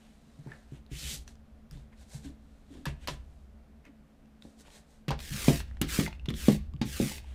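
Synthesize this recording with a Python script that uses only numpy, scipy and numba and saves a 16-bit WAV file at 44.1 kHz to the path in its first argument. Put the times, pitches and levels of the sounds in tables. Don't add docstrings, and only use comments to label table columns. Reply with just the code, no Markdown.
import sys
import numpy as np
from scipy import signal
from scipy.fft import rfft, irfft, next_fast_len
from scipy.io import wavfile
from numba import njit

SR = 44100
rng = np.random.default_rng(int(sys.argv[2]) if len(sys.argv) > 2 else 0)


def master_out(mix):
    frames = np.transpose(np.atleast_2d(mix))
    ceiling = np.clip(frames, -1, 1)
    pcm = np.round(ceiling * 32767).astype(np.int16)
    wavfile.write(sys.argv[1], SR, pcm)


def amplitude_ratio(level_db):
    exponent = np.asarray(level_db, float) / 20
    return 10 ** exponent


N = 323694


def rms_one(x):
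    return x / np.sqrt(np.mean(x ** 2) + 1e-20)


def in_time(spans, off_db=-110):
    rows = []
    for span in spans:
        first, last = span[0], span[-1]
        rows.append((first[0] - 0.015, off_db, *first[2:]))
        rows.extend(span)
        rows.append((last[0] + 0.015, off_db, *last[2:]))
    s, *columns = np.transpose(rows)
    return [np.interp(np.arange(N) / SR, s, column) for column in columns]


def coloured(x, spectrum):
    hz, db = np.transpose(spectrum)
    size = next_fast_len(N)
    bin_hz = np.arange(size // 2 + 1) * SR / size
    gain = amplitude_ratio(np.interp(np.log(bin_hz + 1), np.log(hz), db))
    return rms_one(irfft(rfft(x, size) * gain, size)[:N])


def cut(x, hz, kind, order=2):
    sections = signal.butter(order, np.clip(hz, 10, 0.45 * SR), kind, fs=SR, output="sos")
    return signal.sosfilt(sections, x)


def ring(x, hz, t60):
    decay, turn = amplitude_ratio(-60 / (t60 * SR)), 2 * np.pi * hz / SR
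    return signal.lfilter([0, np.sin(turn)], [1, -2 * decay * np.cos(turn), decay ** 2], x + 1e-18)


@njit
def moving_filter(x, hz, damping, sr):
    band, high, low, b = np.zeros(len(x)), np.zeros(len(x)), 0., 0.
    for i in range(len(x)):
        f = 2 * np.sin(np.pi * min(max(hz[i], 200.), 6000.) / sr)
        low += f * b
        high[i] = x[i] - low - damping * b
        b += f * high[i]
        band[i] = damping * b
    return band, high


def grains(per_s, spread_db):
    sizes = amplitude_ratio(spread_db * np.minimum(rng.exponential(1, N), 5)) * rng.choice([-1, 1], N)
    return sizes * (rng.random(N) < per_s / SR)


def under_stroke(x, level_db, treble_db, split_hz=6000):
    low = cut(x, split_hz, "low")
    lean_db = treble_db - np.average(treble_db, weights=amplitude_ratio(2 * level_db))
    leaned = low + amplitude_ratio(lean_db) * (x - low)
    return amplitude_ratio(level_db) * leaned / np.std(cut(low, 2270, "high"))


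STROKE_TREBLE = (3, -2.5, -0.5, -1.5, -8, -11.5)
STROKE_ECHO_LAG = (0.000475, 0.001105)


def stroke(grip_s, grip_db, fast_s, fast_db, lift_s):
    grip_rise_s, grip_rise_db = 0.026, 26
    slow_down_db = 9.5
    drop_s, drop_db, trail_s, trail_db = 0.035, 14.5, 0.07, 9.5
    halfway_share = 0.7

    lift_db = fast_db - slow_down_db
    drop_end_s, drop_end_db = lift_s + drop_s, lift_db - drop_db
    stages = [grip_s - grip_rise_s, grip_s, fast_s, lift_s, drop_end_s, drop_end_s + trail_s]
    s = sorted(stages + [(grip_s + fast_s) / 2, (fast_s + lift_s) / 2])
    db = [grip_db - grip_rise_db, grip_db, grip_db + halfway_share * (fast_db - grip_db), fast_db,
          lift_db + halfway_share * slow_down_db, lift_db, drop_end_db, drop_end_db - trail_db]
    treble_db = np.interp(s, stages, STROKE_TREBLE)
    lag_s = np.interp(s, [grip_s, lift_s], STROKE_ECHO_LAG)
    return list(zip(s, db, treble_db, lag_s))


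# (grip time [s], level there [dB], fastest time [s], level there [dB], lift time [s])
ROLLER_STROKES = [(5.205, -55.5, 5.5, -39.5, 5.6), (5.89, -44, 5.97, -38.5, 6.06),
                  (6.353, -53.5, 6.49, -44, 6.565), (6.858, -52.5, 7.05, -43.5, 7.18)]
# (frequency [Hz], relative level per hertz [dB])
ROLLER_COLOUR = [(290, -56), (500, -34), (604, -8.5), (1460, -7), (1570, -3), (2290, -2), (5310, -4),
                 (8830, -5), (14000, -11), (16000, 0)]


def roller():
    level_db, treble_db, lag_s = in_time([stroke(*row) for row in ROLLER_STROKES])
    clumps = amplitude_ratio(0.94 * rms_one(cut(rng.standard_normal(N), 76, "low")))
    crackle = coloured(clumps * grains(per_s=6000, spread_db=2.5), ROLLER_COLOUR)
    lowest_hz = np.minimum(900 * amplitude_ratio(0.5 * (level_db.max() - level_db)), 2000)
    crackle = moving_filter(crackle, lowest_hz, 0.92, SR)[1]
    echo = np.interp(np.arange(N) - lag_s * SR, np.arange(N), crackle)
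    return under_stroke(crackle + 0.35 * cut(echo, 9900, "low"), level_db, treble_db)


# (time [s], level [dB])
PALM_SWEEP = [(0.9, -73), (0.92, -55), (0.975, -48.5), (1.05, -46), (1.11, -44.5), (1.15, -47),
              (1.2, -67.5), (1.24, -77)]
# (frequency [Hz], relative level per hertz [dB])
PALM_COLOUR = [(290, -76), (500, -40), (1280, -15.5), (1670, -10), (3110, -6), (4470, -10), (7530, -6),
               (12500, -14.5), (16000, -18)]
# (time [s], frequency [Hz])
PALM_HOLLOW = [(0.94, 1760), (1.005, 4500), (1.06, 2920), (1.15, 4000)]


def sweep():
    brighten_db_per_s = 26
    level_db, = in_time([PALM_SWEEP])
    t = np.arange(N) / SR
    start_s, end_s = PALM_SWEEP[0][0], PALM_SWEEP[-1][0]
    treble_db = brighten_db_per_s * (np.clip(t, start_s, end_s) - start_s)
    hiss = coloured(grains(per_s=12000, spread_db=3.0), PALM_COLOUR)
    hollow_hz = np.interp(t, *np.transpose(PALM_HOLLOW))
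    hollow = moving_filter(hiss, hollow_hz, 0.3, SR)[0]
    return under_stroke(hiss + 1.3 * hollow, level_db, treble_db)


# (time [s], push [dB], sway [dB], ringing modes [dB], contact [ms])
TABLE_BUMPS = [(0.386, -30.5, -38, -18, 4.9), (0.462, -24.5, -40, -14.5, 3.1), (0.72, -27, -32, -21, 2.8),
               (0.914, -24, -4.5, -23, 3.1), (1.029, -27, 1.5, -41, 4), (1.127, -28, -22, -27, 6),
               (1.714, -30.5, 6.5, -26, 5.1), (1.751, -29, 2.5, -23, 4.1), (2.142, -22, -13, -29, 7.3),
               (2.249, -37, 4.5, -15, 2), (2.867, -21.5, -2, -27.5, 1.3), (3.086, -24, -20, -23.5, 1.3),
               (4.451, -42.5, -14, -5, 0.77), (5.081, -16.5, -17, -20.5, 2.1), (5.108, -22, -4, -12.5, 4.3),
               (5.309, -21, -17, -24, 4.1), (5.338, -28, -33, -1, 5.9), (5.482, -10, -15, -4, 0.95),
               (5.813, -11.5, -21, -11, 2.86), (5.988, -11.5, -23, -6.5, 1.955),
               (6.283, -16, -19, -10.5, 2.74), (6.309, -27.5, -32, -10.5, 2.3),
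               (6.483, -7.5, -21, -5, 1.33), (6.741, -24, -26, -32, 3.3), (6.813, -13.5, -20, -8, 3.2),
               (7.0, -12, -16.5, -6, 1.7)]
# (frequency [Hz], level [dB], time to fall 60 dB [s])
TABLE_MODES = [(41.1, -16, 0.56), (63.8, -5, 0.29), (141.3, -8.5, 0.19), (157.5, -14, 0.25),
               (185.85, 6.5, 0.018), (207.2, -6.5, 0.23), (231.7, -6.5, 0.18), (277, 3, 0.084),
               (314.8, -8.5, 0.16), (352.5, -8.5, 0.23), (401, -3.5, 0.098), (459.5, -4.5, 0.046),
               (519.6, 0, 0.046), (678, -16, 0.21), (784, -6.5, 0.058)]
# (time [s], level [dB])
TABLE_LEANING = [(0.0, -63), (0.4, -62), (0.8, -55), (1.05, -58), (1.18, -46.5), (1.5, -55.5), (2.5, -56.5),
                 (2.9, -52.5), (3.1, -43), (3.68, -58), (3.85, -62.5), (5.05, -66), (5.25, -43.5),
                 (5.55, -35), (5.7, -42), (6.7, -39), (6.9, -42), (7.34, -45.5)]


def table(friction):
    t = np.arange(SR // 10) / SR
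    shudders = rng.standard_normal((len(TABLE_BUMPS), len(t))) * amplitude_ratio(-29.5 - 60 * t / 0.19)
    pushes = np.zeros((4, N + len(t)))
    for (s, push_db, sway_db, ringing_db, contact_ms), shudder in zip(TABLE_BUMPS, shudders):
        upper_db = -10.5 + 0.39 * ringing_db
        width = max(round(contact_ms * SR / 1000), 3)
        touch = np.hanning(width + 2)[1:-1] * 2 / width
        force = np.convolve(shudder + (t == 0), touch)[:len(t)]
        group_db = np.array([[sway_db], [0], [ringing_db], [upper_db]])
        at = round(s * SR)
        pushes[:, at:at + len(t)] -= amplitude_ratio(push_db + group_db) * force

    friction_strength = np.sqrt(np.abs(cut(friction ** 2, 14, "low")))
    drumming = amplitude_ratio(-44.5) * friction_strength * rng.standard_normal(N)
    leaning = amplitude_ratio(in_time([TABLE_LEANING])[0]) * rms_one(ring(rng.standard_normal(N), 63.9, 0.22))

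    groups = np.zeros((4, N))
    for hz, level_db, t60 in TABLE_MODES:
        group = np.searchsorted([100, 185, 250], hz)
        groups[group] += amplitude_ratio(level_db) * ring(pushes[group, :N] + drumming, hz, t60)
    sway = cut(cut(groups[0], 70.0, "low", order=4), 43, "high")
    ringing = cut(groups[1:].sum(axis=0), 144.7, "high", order=3)
    return ringing + sway + leaning


# (time [s], peak [dB], ring frequency [Hz], ring [dB], treble [dB])
AIR_TICKS = [(0.472, -44, 860, 16, -6), (0.518, -38, 1760, 38, -14), (0.864, -50, 3900, 5, -5),
             (1.278, -36.5, 5750, -2, -16), (1.355, -48, 4770, -4, -17), (1.711, -39, 4940, 4, -1),
             (1.773, -47, 960, -2, -22), (2.855, -23.5, 1690, -0.5, -6.5), (2.864, -30, 1080, 2, -25),
             (3.074, -21, 4300, -6, -8.5), (3.083, -24.5, 1042, -3, -27), (3.853, -44, 2600, -1, -13),
             (4.258, -55, 3180, 5, -20), (4.423, -40, 3600, 0, -17), (4.591, -58, 4000, -7, -8),
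             (4.651, -52, 1510, 0, -20), (4.682, -47.5, 900, 9, -15), (4.704, -45, 3100, 6, -15),
             (4.767, -57, 2000, -12, -18), (5.082, -25.5, 2080, -25, -15), (5.09, -27, 2580, 5, -10),
             (5.106, -21.5, 1010, 4, -12), (5.191, -32, 3540, -6, -14), (5.203, -34, 4900, -12, -11.5),
             (5.482, -21.5, 2500, -6, -25), (5.603, -31.5, 1727, -4, -24), (5.712, -44.5, 1850, 15, -24.5),
             (5.749, -54, 2000, 2, -20), (5.77, -43, 1950, 3, -30), (5.815, -14.5, 3020, 0.5, 8),
             (5.827, -31, 3300, 23, -13), (5.996, -23.5, 3280, -5, -35), (6.063, -25, 2090, 35, -10),
             (6.077, -30.5, 900, 3, -31), (6.128, -38.5, 2530, 11, -23), (6.196, -44, 2735, 13.5, -15.5),
             (6.258, -34, 2950, -3, -17), (6.287, -27.5, 3400, 12, -13), (6.294, -31, 3400, -10, -14),
             (6.303, -30.5, 2240, -9.5, -11), (6.34, -31, 3470, 11, -12), (6.483, -22.5, 1140, -6, -16),
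             (6.737, -44.5, 1140, 2, -23), (6.764, -49, 2980, 7, -17), (6.815, -24, 880, -12, -20),
             (7, -35, 3570, -7, -17), (7.115, -37.5, 879.6, 10, -8), (7.182, -35, 2540, 8, -19),
             (7.244, -51, 880, 11, -22)]


def ticks():
    out, t = np.zeros(N + SR // 4), np.arange(SR // 4) / SR
    noise = rng.standard_normal((len(AIR_TICKS), len(t)))
    for (s, peak_db, hz, ring_db, treble_db), white in zip(AIR_TICKS, noise):
        length_s = 0.029 * (2000 / hz) ** 0.34 * np.exp(0.0947 * (peak_db + 35))
        click_and_noise = white + 4.9 * (t == 0)
        burst = cut(click_and_noise * amplitude_ratio(-60 * t / max(length_s, 0.003)), 0.17 * hz, "high")
        body = cut(burst, 4650, "low", order=3)
        treble = amplitude_ratio(treble_db - 60 * t / 0.028) * cut(burst, 7200, "high")
        tone = ring(burst * amplitude_ratio(-60 * t / 0.047), hz, 28.0 / hz)
        sound = body + treble + amplitude_ratio(ring_db) * tone * np.std(body) / np.std(tone)
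        at = round(s * SR)
        out[at:at + len(t)] += amplitude_ratio(peak_db) * sound / np.abs(sound).max()
    return out[:N]


# (time of the top [s], level [dB], rise [s], fall [s], treble [dB])
BRUSHES_AND_SWELLS = [(.05, -70.5, 0.34, 0.14, -1), (.55, -71.5, 0.99, 0.29, 3.5),
                      (.52, -60.5, 0.075, 0.1, -14), (0.759, -64.5, 0.074, 0.051, -0.5),
                      (1.288, -64.5, 0.028, 0.067, 6.5), (1.728, -63.5, 0.029, 0.14, 2),
                      (1.93, -63.5, 0.017, 0.023, -12), (2.02, -63.5, 0.069, 0.042, 3.5),
                      (2.15, -57, 0.084, 0.08, 7.5), (2.249, -57, 0.0268, 0.071, 2.5),
                      (2.55, -78, 0.41, 0.51, 3), (2.74, -65.5, 0.057, 0.14, 1),
                      (2.868, -46, 0.0099, 0.06, -4), (3.04, -59.5, 0.049, 0.054, -1.5),
                      (3.088, -47, 0.0097, 0.074, 1), (3.39, -80, 0.69, 0.17, 5),
                      (3.867, -60.5, 0.033, 0.032, -10), (4.44, -69.5, 0.037, 0.19, 5.5),
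                      (4.609, -63, 0.036, 0.027, 8.5), (4.67, -61.5, 0.039, 0.03, -2.5),
                      (4.76, -58.5, 0.098, 0.072, 5), (4.92, -71, 0.084, 0.12, 6),
                      (5.118, -43, 0.023, 0.035, -21.5), (5.7, -72, 0.05, 0.23, -3),
                      (7.31, -62, 0.16, 0.12, -1.5)]
# (frequency [Hz], relative level per hertz [dB])
BRUSH_COLOUR = [(290, -4), (500, 2), (868, -2), (1260, -8), (1550, -1.5), (3980, -5.5), (8210, -8),
                (16000, -27.5)]


def rustle():
    cloth = coloured(grains(per_s=12000, spread_db=3.5), BRUSH_COLOUR)
    low, high = cut(cloth, 2700, "low"), cut(cloth, 4740, "high")
    backwards = cloth[::-1]
    out, t = np.zeros(N), np.arange(N) / SR
    for s, level_db, rise_s, fall_s, treble_db in BRUSHES_AND_SWELLS:
        ring_hz = min(3350 * amplitude_ratio(0.43 * treble_db), 4000)
        near = (t > s - 2 * rise_s) & (t < s + 2 * fall_s)
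        away = np.where(t[near] < s, (s - t[near]) / rise_s, (t[near] - s) / fall_s)
        ringing = rms_one(ring(backwards[near], ring_hz, 0.0022))
        sound = amplitude_ratio(0.23 * treble_db) * low[near]
        sound += amplitude_ratio(-2.0 - 0.35 * treble_db) * ringing
        sound += amplitude_ratio(treble_db) * high[near]
        out[near] += amplitude_ratio(level_db - 20 * away ** 1.62) * sound
    return out


# (time [s], level [dB], time for the push to fall 60 dB [s])
HOLLOW_KNOCKS = [(2.005, -58, 0.26), (2.243, -42.5, 0.34), (2.701, -46.5, 0.27), (2.751, -40, 0.26),
                 (3.862, -49.5, 0.24)]


def knocks():
    hollow_hz, hollow_t60_s = 277.3, 0.079
    t, force = np.arange(N) / SR, np.zeros(N)
    for s, level_db, length_s in HOLLOW_KNOCKS:
        since = np.maximum(t - s, 0)
        force += amplitude_ratio(level_db - 60 * since / length_s) * np.minimum(since / 0.0051, 1)
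    white = rng.standard_normal(N)
    steady = ring(white, hollow_hz, hollow_t60_s)
    return ring(force * white, hollow_hz, hollow_t60_s) / np.std(steady)


def room(x):
    t60_s, wall_hz = 0.34, 5300
    size = next_fast_len(N + SR)
    w = 2 * np.pi * np.arange(size // 2 + 1) / size
    dull = 1 / (1 + 1j * w * SR / (2 * np.pi * wall_hz))
    echo = 0
    for k, lag_s in enumerate(np.geomspace(0.005, 0.037, num=14)):
        delay = np.exp(-1j * w * round(lag_s * SR))
        one_round = amplitude_ratio(-60 * lag_s / t60_s) * dull ** 0.5 * delay
        echo = echo + (-1) ** k * one_round / (1 - one_round)
    return irfft(rfft(x, size) * echo, size)[:N]


# (frequency [Hz], relative level per hertz [dB])
AIR_COLOUR = [(12, -67), (20, -1), (68, -5), (123, -27.5), (142, -3.5), (187, -17.5), (222, 2), (248, -13),
              (277, -17), (422, -19), (678, -19), (923, -26.5), (1290, -27.5), (6360, -43), (16000, -49.5)]
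# (frequency [Hz], spread [Hz], level [dB])
HUM_LINES = [(166.6, 6.2, -76), (217.7, 1.6, -67), (274, 3.3, -73)]


def room_tone():
    out = amplitude_ratio(-59.5) * coloured(rng.standard_normal(N), AIR_COLOUR)
    for hz, spread_hz, level_db in HUM_LINES:
        out += amplitude_ratio(level_db) * rms_one(ring(rng.standard_normal(N), hz, 5.1 / spread_hz))
    return out


def scene():
    friction = roller() + sweep()
    near = friction + ticks() + rustle()
    echoes = amplitude_ratio(-22) * room(near)
    mono = near + table(friction) + knocks() + echoes + room_tone()
    return np.array([mono, mono])


def top_cut(x):
    return signal.sosfilt(signal.butter(12, 16970, fs=SR, output="sos"), x)


def record(dry):
    mix = cut(dry, 15030, "low", order=20)
    return top_cut(mix)


dry = scene()
out = record(dry)
master_out(out)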